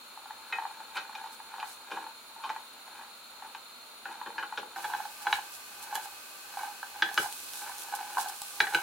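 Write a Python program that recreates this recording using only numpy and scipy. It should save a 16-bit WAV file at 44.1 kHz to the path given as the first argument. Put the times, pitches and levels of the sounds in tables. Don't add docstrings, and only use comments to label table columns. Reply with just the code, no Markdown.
import sys
import numpy as np
from scipy import signal
from scipy.fft import rfft, irfft, next_fast_len
from scipy.io import wavfile

SR = 44100
rng = np.random.default_rng(int(sys.argv[2]) if len(sys.argv) > 2 else 0)


def master(y):
    cut = np.clip(np.atleast_2d(y).T, -1, 1)
    pcm = np.round(cut * 32767)
    wavfile.write(sys.argv[1], SR, pcm.astype(np.int16))


N = 388962
TIME = np.arange(N) / SR
HIT_TIME, RING_TIME = np.arange(8192) / SR, np.arange(3072) / SR
MOVE_S = 4.76


def amp(db):
    return 10 ** (np.asarray(db) / 20)


def unit(x):
    return x / np.sqrt(np.mean(x ** 2) + 1e-20)


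def along(points, hz):
    pitches, values = np.transpose(points)
    return np.interp(np.log(hz + 1), np.log(pitches + 1), values)


def filtered(x, response):
    n = x.shape[-1]
    padded = next_fast_len(n + 8192)
    return irfft(rfft(x, padded) * response(np.fft.rfftfreq(padded, 1 / SR)), padded)[..., :n]


def within(x, band):
    edges_hz = [band[0] * .8, band[1] * 1.25]
    return signal.sosfilt(signal.butter(2, edges_hz, "band", fs=SR, output="sos"), x)


def add(track, start_s, sound):
    part = track[..., max(round(start_s * SR), 0):][..., :sound.shape[-1]]
    part += sound[..., :part.shape[-1]]


# pitch_hz, likeness (1 = the same)
EAR_LIKENESS = [(100, 1), (400, 0.87), (900, 0.48), (1600, 0.32), (2500, 0.11), (5000, 0.038),
                (15000, 0.034)]
def spread(pair, colour):
    def weights(hz):
        angle = np.arccos(np.clip(along(EAR_LIKENESS, hz), -1, 1)) / 2
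        return colour(hz) * np.array([np.cos(angle), np.sin(angle)])
    mid, side = filtered(pair, weights)
    return np.array([mid + side, mid - side])


# pitch_hz, level_db
GAS_HISS_FAR = [(25, -30), (45, -20), (140, -21.5), (230, -4), (330, -8.5), (600, -3), (1300, 1),
                (1800, -9.5), (2400, -1.5), (3300, -5.5), (4300, -0.5), (5100, -13), (9500, -12.5),
                (15800, -12.5)]
GAS_HISS_NEAR = [(25, -36), (45, -19), (120, -18.5), (250, -4), (500, -2.5), (850, 4), (1500, 2),
                 (1950, -3), (2700, 2.5), (3300, -0.5), (4300, 1.5), (5100, -3), (11000, -5), (15800, -4.5)]
# pitch_hz, width_hz, level_db
GAS_JET_FAR = [(80.3, 9.8, -22.5), (1340, 250, 3.5), (3664, 36, 1), (3980, 41, 0), (4240, 54, 7),
               (7000, 550, -0.5), (9635, 78, 1), (11130, 120, -3), (12400, 140, -11), (13750, 140, -14)]
GAS_JET_NEAR = [(84.4, 9.7, -21.5), (1190, 41, 0.5), (1530, 58, 1.5), (2540, 55, 2), (4280, 110, 2),
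                (7170, 250, -3), (10100, 200, -18), (11270, 260, -1.5)]
def burner(hiss, jet, hiss_db, jet_db):
    def peaks(hz):
        return np.sqrt(sum(amp(db) ** 2 / width / (1 + 2 * ((hz - pitch) / width) ** 2) ** 2
                           for pitch, width, db in jet))
    noise = lambda colour: unit(spread(rng.standard_normal((2, N)), colour))
    return amp(hiss_db) * noise(lambda hz: amp(along(hiss, hz))) + amp(jet_db) * noise(peaks)


# pitch_hz, fade_s (a fade time is the time to fall by 60 dB)
ECHO_FADES = [(200, 0.23), (1500, 0.27), (5000, 0.19), (14000, 0.21)]
# pitch_hz, level_db
ECHO_LEVELS = [(200, -9.5), (900, -8), (1800, -5.5), (4000, -4), (12000, -2)]
def kitchen(sound):
    out = np.zeros((2, N))
    step = SR // 3
    for start in range(0, N, step):
        hz, t, noise = signal.stft(rng.standard_normal((2, step)), SR, nperseg=256)
        fade = amp(-60 * t / along(ECHO_FADES, hz)[:, None]) * (t > .004)
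        fade /= np.sqrt(np.mean(fade ** 2, axis=1, keepdims=True) * step)
        tail = signal.istft(noise * fade, SR, nperseg=256)[1]
        tail = spread(tail, lambda f: amp(along(ECHO_LEVELS, f)))
        add(out, start / SR, signal.fftconvolve(sound[:, start:start + step], tail, axes=1))
    return out


def grains(per_s, scatter_db):
    clicks = (rng.random(N) < per_s / SR) * rng.choice([-1, 1], N)
    return clicks * amp(scatter_db * np.clip(rng.standard_normal(N), -2, 2))


# pitch_hz, level_db
SKIN_TONE = [(1500, -20), (3500, -2.5), (6000, -3), (8500, -1), (10700, 0), (12500, -5), (15800, -6.5)]
# middle_s, level_db, length_s
BRUSHES = [(0.967, -46, .025), (1.337, -50, .04), (1.705, -48, .1), (4.86, -49.5, 0.11),
           (5.228, -44, 0.023), (5.345, -43, 0.075), (5.546, -44.5, 0.052), (5.834, -42, .025),
           (5.957, -38, 0.02), (6.043, -44, .04), (6.618, -48, 0.15), (7.03, -53, .025),
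           (7.218, -37.5, .09), (7.594, -42, 0.1), (7.816, -44, 0.068), (7.958, -38, 0.019),
           (8.206, -36, 0.056), (8.292, -38.5, 0.02), (8.614, -38, 0.023), (8.755, -39, 0.035)]
# time_s, level_db
STEADY_RUSTLE = [(4.76, -52), (7.05, -54.5), (7.2, -43.5), (7.7, -46), (8.0, -49), (8.5, -44.5),
                 (8.82, -46)]
def skins(near, brush_db, steady_db, crackle_db):
    brushes = sum(amp(db) / (1 + (2 * (TIME - s) / length) ** 4) for s, db, length in BRUSHES)
    steady = amp(np.interp(TIME, *np.transpose(STEADY_RUSTLE), left=-np.inf, right=-np.inf))
    loudness = np.hypot(amp(brush_db) * brushes, amp(steady_db) * steady)
    crackle = np.array([unit(grains(per_s=250, scatter_db=6)) for _ in range(2)])
    noise = rng.standard_normal((2, N)) + amp(crackle_db) * crackle
    rustle = unit(spread(noise, lambda hz: amp(along(SKIN_TONE, hz))))
    return rustle * loudness * np.where(near, amp([[-1], [1]]), 1)


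# start_s, level_db, left_over_right_db
SKIN_SNAPS = [(5.955, -23, -5), (7.1435, -25, -1.5), (7.3259, -26, -4), (7.4024, -33, -5),
              (7.4896, -34, -6.5), (7.5355, -28, -4.0), (7.7833, -30, -2.0), (7.821, -30, -3.5),
              (7.9523, -26, -4), (8.1519, -32, -6), (8.212, -22.5, 1), (8.2866, -25.5, -1),
              (8.4186, -22.5, -1), (8.7518, -26.5, -2.0)]
def snaps(fade_s, gain_db):
    out = np.zeros((2, N))
    for s, db, left_db in SKIN_SNAPS:
        burst = rng.standard_normal(len(HIT_TIME)) * amp(-60 * HIT_TIME / fade_s)
        click = filtered(burst, lambda hz: amp(along(SKIN_TONE, hz)))
        ears_db = np.array([[left_db], [-left_db]]) / 2
        add(out, s, amp(db + gain_db + ears_db) * click / np.abs(click).max())
    return out


# pitch_hz, width_hz, level_db
PAN_TONES_FAR = [(233, 76, -25), (324, 46, -12.5), (500, 126, -12), (786, 14.5, 5), (885.5, 38, 9),
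                 (1095, 136, -2), (1410, 210, -11), (1678, 123, -13.5), (1930, 32, -17.5),
                 (2436, 143, -7.5), (3046, 76, -10.5), (3620, 350, -16), (4170, 580, -17),
                 (5130, 3700, -28.5)]
PAN_TONES_NEAR = [(144, 49, -28.5), (222, 27, -21), (351, 22, -12.5), (425, 60, -15), (540, 190, -18),
                  (797, 87, -7), (830, 47, 8.5), (1024, 107, -3.5), (1290, 220, -0.5), (1532, 63, 8.5),
                  (1690, 120, 1), (2290, 180, -5.5), (2945, 100, -9), (3353, 56, -12.5), (3983, 115, -7.5),
                  (4860, 380, -20.5), (6430, 280, -16.5)]
# low_hz, high_hz
PAN_RANGES = [(110, 650), (650, 1180), (1180, 2000), (2000, 9000)]
def pan_ring(tones, band, vary=True, favoured_hz=0):
    hz, width, db = np.transpose([tone for tone in tones if band[0] <= tone[0] < band[1]])[:, :, None]
    on_base = hz < PAN_RANGES[1][1]
    hz = hz * (1 + vary * on_base * .025 * rng.standard_normal())
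    favour = sum(np.exp(-((k * favoured_hz / hz - 1) / .055) ** 2) for k in (1, 2))
    signs = (-1) ** np.arange(len(hz))[:, None]
    size = signs * width * amp(db + 11 * favour + vary * 2 * rng.standard_normal(hz.shape))
    return np.sum(size * np.exp(-np.pi * width * RING_TIME) * np.cos(2 * np.pi * hz * RING_TIME), axis=0)


def pan_at(s):
    return PAN_TONES_FAR if s < MOVE_S - .02 else PAN_TONES_NEAR


# peak_s, level_db, build_up_s
PUSHES = [(0.31, -50, .4), (0.59, -38.5, 0.31), (0.8, -43, 0.9), (0.98, -37.5, .12), (1.24, -41.5, 0.77),
          (1.61, -38.5, 0.24), (1.98, -37, 0.22), (2.5, -37, 0.18), (2.99, -42.5, 0.34), (3.45, -46, 0.26),
          (4.1, -38, 0.057), (4.22, -46.5, 0.18), (4.39, -39.5, 0.089), (4.53, -42, .15),
          (4.79, -36.5, 0.044), (4.96, -37, .4), (5.3, -33.5, 0.12), (5.96, -36.5, 0.24),
          (6.62, -36.5, 0.17), (7.03, -39, 0.22), (7.2, -34.5, 0.12), (7.68, -37.5, 0.22),
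          (7.99, -40, 0.53), (8.19, -35.5, 0.27), (8.27, -40.5, 0.18), (8.62, -33.5, .05),
          (8.75, -29, 0.074)]
def stirring(idle_db, build_db, settle_db_per_s):
    loudest = np.full(N, float(idle_db))
    for s, db, build_s in PUSHES:
        below_peak_db = np.maximum(build_db * (s - TIME) / build_s, settle_db_per_s * (TIME - s))
        loudest = np.maximum(loudest, db - below_peak_db)
    return amp(loudest)


def heap(near, stir, low_db, base_db, wall_db, tick_db):
    taps = unit(grains(per_s=450, scatter_db=3))
    def murmur(tones):
        body = sum(amp(db) * unit(within(pan_ring(tones, band, vary=False), band))
                   for band, db in zip(PAN_RANGES, (low_db, base_db, wall_db, tick_db)))
        return signal.oaconvolve(taps, body)[:N] / np.sqrt(len(RING_TIME))
    return stir * np.where(near, murmur(PAN_TONES_NEAR), murmur(PAN_TONES_FAR))


def loose_nuts(stir, per_push, spread_s, boost_db, scatter_db):
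    pushes = np.repeat([row[0] for row in PUSHES], per_push)
    when, size = rng.standard_normal((len(pushes), 2)).T
    times = np.clip(pushes + spread_s * when, 0, (N - 1) / SR)
    heap_db = 20 * np.log10(stir[(times * SR).astype(int)])
    return list(zip(times, heap_db + boost_db + scatter_db * size))


# start_s, level_db
NUT_DROPS = [(0.173, -33.5), (0.256, -34), (0.306, -31), (0.584, -21), (0.621, -27), (0.651, -23.5),
             (0.709, -32), (0.801, -31.5), (1.094, -31), (1.213, -33), (1.24, -30), (1.4, -33.5),
             (1.538, -28.5), (1.581, -33.5), (1.627, -22), (1.972, -23.5), (2.065, -29.5), (2.362, -36),
             (2.5, -21), (2.561, -26), (2.877, -39), (3.01, -33.5), (3.422, -31.5), (3.446, -37),
             (4.089, -28.5), (4.213, -25), (4.302, -32), (4.524, -26), (4.629, -30.5), (4.783, -31),
             (4.899, -25.5), (4.947, -23), (5.001, -26), (5.052, -26.5), (5.385, -27.5), (5.925, -25),
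             (5.973, -26), (6.055, -34), (6.57, -24), (6.592, -28), (6.632, -24), (6.959, -34.5),
             (7.112, -31.5), (7.257, -25), (7.695, -34), (7.924, -26.5), (7.936, -22), (7.987, -30),
             (8.008, -30), (8.183, -18), (8.258, -27), (8.416, -34)]
def tumbles(loose, far, near, bounce_db):
    out = np.zeros(N)
    for s, db in NUT_DROPS + loose:
        view = far if pan_at(s) is PAN_TONES_FAR else near
        swell = (1 - np.exp(-(RING_TIME / .003) ** 2)) * amp(-60 * RING_TIME / view["fade_s"])
        wall_db = -11.5 + 2.5 * rng.standard_normal()
        for bounce in range(2):
            base, wall, tick = [unit(swell * pan_ring(pan_at(s), band)) for band in PAN_RANGES[1:]]
            sound = unit(base + amp(wall_db) * (wall + amp(-10) * tick))
            delay_s = bounce * rng.uniform(.0064, .015)
            add(out, s + delay_s, amp(db + view["gain_db"] + bounce * bounce_db) * sound)
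    return out


# pitch_hz, fade_s, level_db
RIM_TONES = [(1410, 0.15, -14), (1860, 0.2, -3), (2060, 0.087, 1), (2520, 0.15, 3), (3072, 0.072, -3)]
# start_s, level_db
RIM_KNOCKS = [(0.524, -24.5), (0.964, -33)]
def rim():
    out = np.zeros(N)
    chime = sum(amp(db - 60 * HIT_TIME / fade_s) * np.sin(2 * np.pi * hz * HIT_TIME)
                for hz, fade_s, db in RIM_TONES)
    chime *= 1 - np.exp(-(HIT_TIME / .0015) ** 2)
    for s, db in RIM_KNOCKS:
        add(out, s, amp(db) * chime / np.abs(chime).max())
    return out


# start_s, level_db, wall_over_base_db, thump_db, clack_db, wall_pitch_hz, drag_s (before stretching)
KNOCKS = [(0.525, -29.5, 2, -17.5, -4, 1410, 0.027), (0.955, -34.5, -6, -10.5, -2.5, 1400, 0.034),
          (0.969, -27.5, 8, -29, -2.5, 1400, 0.051), (1.152, -35.5, -5, -28, -1.5, 1410, 0.014),
          (1.6, -42.5, 20, -26, 4.5, 1550, 0.018), (1.914, -31.5, -3, -5, -4.5, 1570, .045),
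          (2.437, -28, -12, -26, -9, 1410, .066), (2.493, -30, -2.5, -19, -9, 1410, 0.023),
          (3.548, -35.5, -5.5, -28, -6.5, 1630, 0.014), (4.055, -30, 2.5, -17.5, -14, 1590, 0.021),
          (4.261, -32, -3, -8, -12.5, 1580, 0.035), (4.381, -25.5, 1.5, -20.5, -10.5, 1660, 0.034),
          (4.427, -27.5, 4, -18, -12.5, 1500, 0.022), (4.575, -27.5, 3, -9, -4.5, 1570, 0.034),
          (4.76, -32, 0, -19, -18, 1626, 0.06), (4.842, -26, -4, -24, -12.5, 1624, .073),
          (4.936, -25, -3, -33, -19, 1700, 0.016), (5.268, -21.5, 0, -24, -12, 1600, 0.039),
          (5.327, -19, 1, -41, -3, 1603, 0.031), (5.952, -27.5, -3, -27, -10.5, 1680, 0.073),
          (6.829, -31.5, 2, -36, -18, 1540, 0.031), (7.022, -16.5, 12, -21, -6, 1665, .046),
          (7.176, -17.5, 17, -15.5, -5.5, 1574, 0.039), (8.17, -23.5, -8, -46, -27, 1530, 0.038),
          (8.603, -15, 10.5, -21, -5, 1660, 0.042), (8.747, -18.5, 18, -14.5, -4, 1524, 0.024)]
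def spatula(far, near, thump_stretch, hard_db, rebound_s, rebound_db, blade_hz):
    out = np.zeros(N)
    rebounds = [(s + rebound_s, db + rebound_db, wall_db / 2, thump_db, 2 * clack_db, *rest)
                for s, db, wall_db, thump_db, clack_db, *rest in KNOCKS if db > hard_db]
    for s, db, wall_db, thump_db, clack_db, wall_hz, drag_s in KNOCKS + rebounds:
        view = far if pan_at(s) is PAN_TONES_FAR else near
        base_db = -10 * np.log10(1 + amp(wall_db) ** 2)
        parts_db = (thump_db, base_db, base_db + wall_db, clack_db)
        for band, part_db, stretch in zip(PAN_RANGES, parts_db, (thump_stretch, 1, 1, 1)):
            fade_s = drag_s * view["stretch"] * stretch
            grind = (1 - np.exp(-HIT_TIME / view["rise_s"])) * amp(-60 * HIT_TIME / fade_s)
            force = view["crush"] * grind * rng.standard_normal(len(HIT_TIME))
            force[0] += 1
            ring = within(pan_ring(pan_at(s), band, favoured_hz=wall_hz), band)
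            sound = signal.fftconvolve(force, ring)[:len(HIT_TIME)]
            add(out, s, amp(db + part_db + view["gain_db"]) * unit(sound))
    return signal.sosfilt(signal.butter(3, blade_hz, fs=SR, output="sos"), out)


def scene():
    near = TIME > MOVE_S
    knocks = spatula(far=dict(gain_db=-17, crush=.14, stretch=2.15, rise_s=.0017),
                     near=dict(gain_db=-16, crush=.19, stretch=.68, rise_s=.0024),
                     thump_stretch=5, hard_db=-17, rebound_s=.066, rebound_db=-15, blade_hz=5260)
    stir = stirring(idle_db=-58.5, build_db=18, settle_db_per_s=102)
    loose = loose_nuts(stir, per_push=3, spread_s=.06, boost_db=6, scatter_db=2)
    nuts = tumbles(loose, far=dict(gain_db=-18.5, fade_s=.055), near=dict(gain_db=-17, fade_s=.13),
                   bounce_db=-12)
    nuts += heap(near, stir, low_db=-25, base_db=-7.5, wall_db=-11, tick_db=-16)
    balance = np.where(near, amp([[-.6], [.6]]), amp([[.4], [-.4]]))
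    direct = (knocks + rim() + nuts) * balance + snaps(fade_s=.004, gain_db=3)
    gas = np.where(near, burner(GAS_HISS_NEAR, GAS_JET_NEAR, hiss_db=-48, jet_db=-52.5),
                   burner(GAS_HISS_FAR, GAS_JET_FAR, hiss_db=-51.5, jet_db=-53.5))
    return gas + direct + kitchen(direct) + skins(near, brush_db=-1, steady_db=.2, crackle_db=-5.5)


def record(dry):
    return filtered(dry, lambda hz: hz < 15900)


dry = scene()
out = record(dry)
master(out)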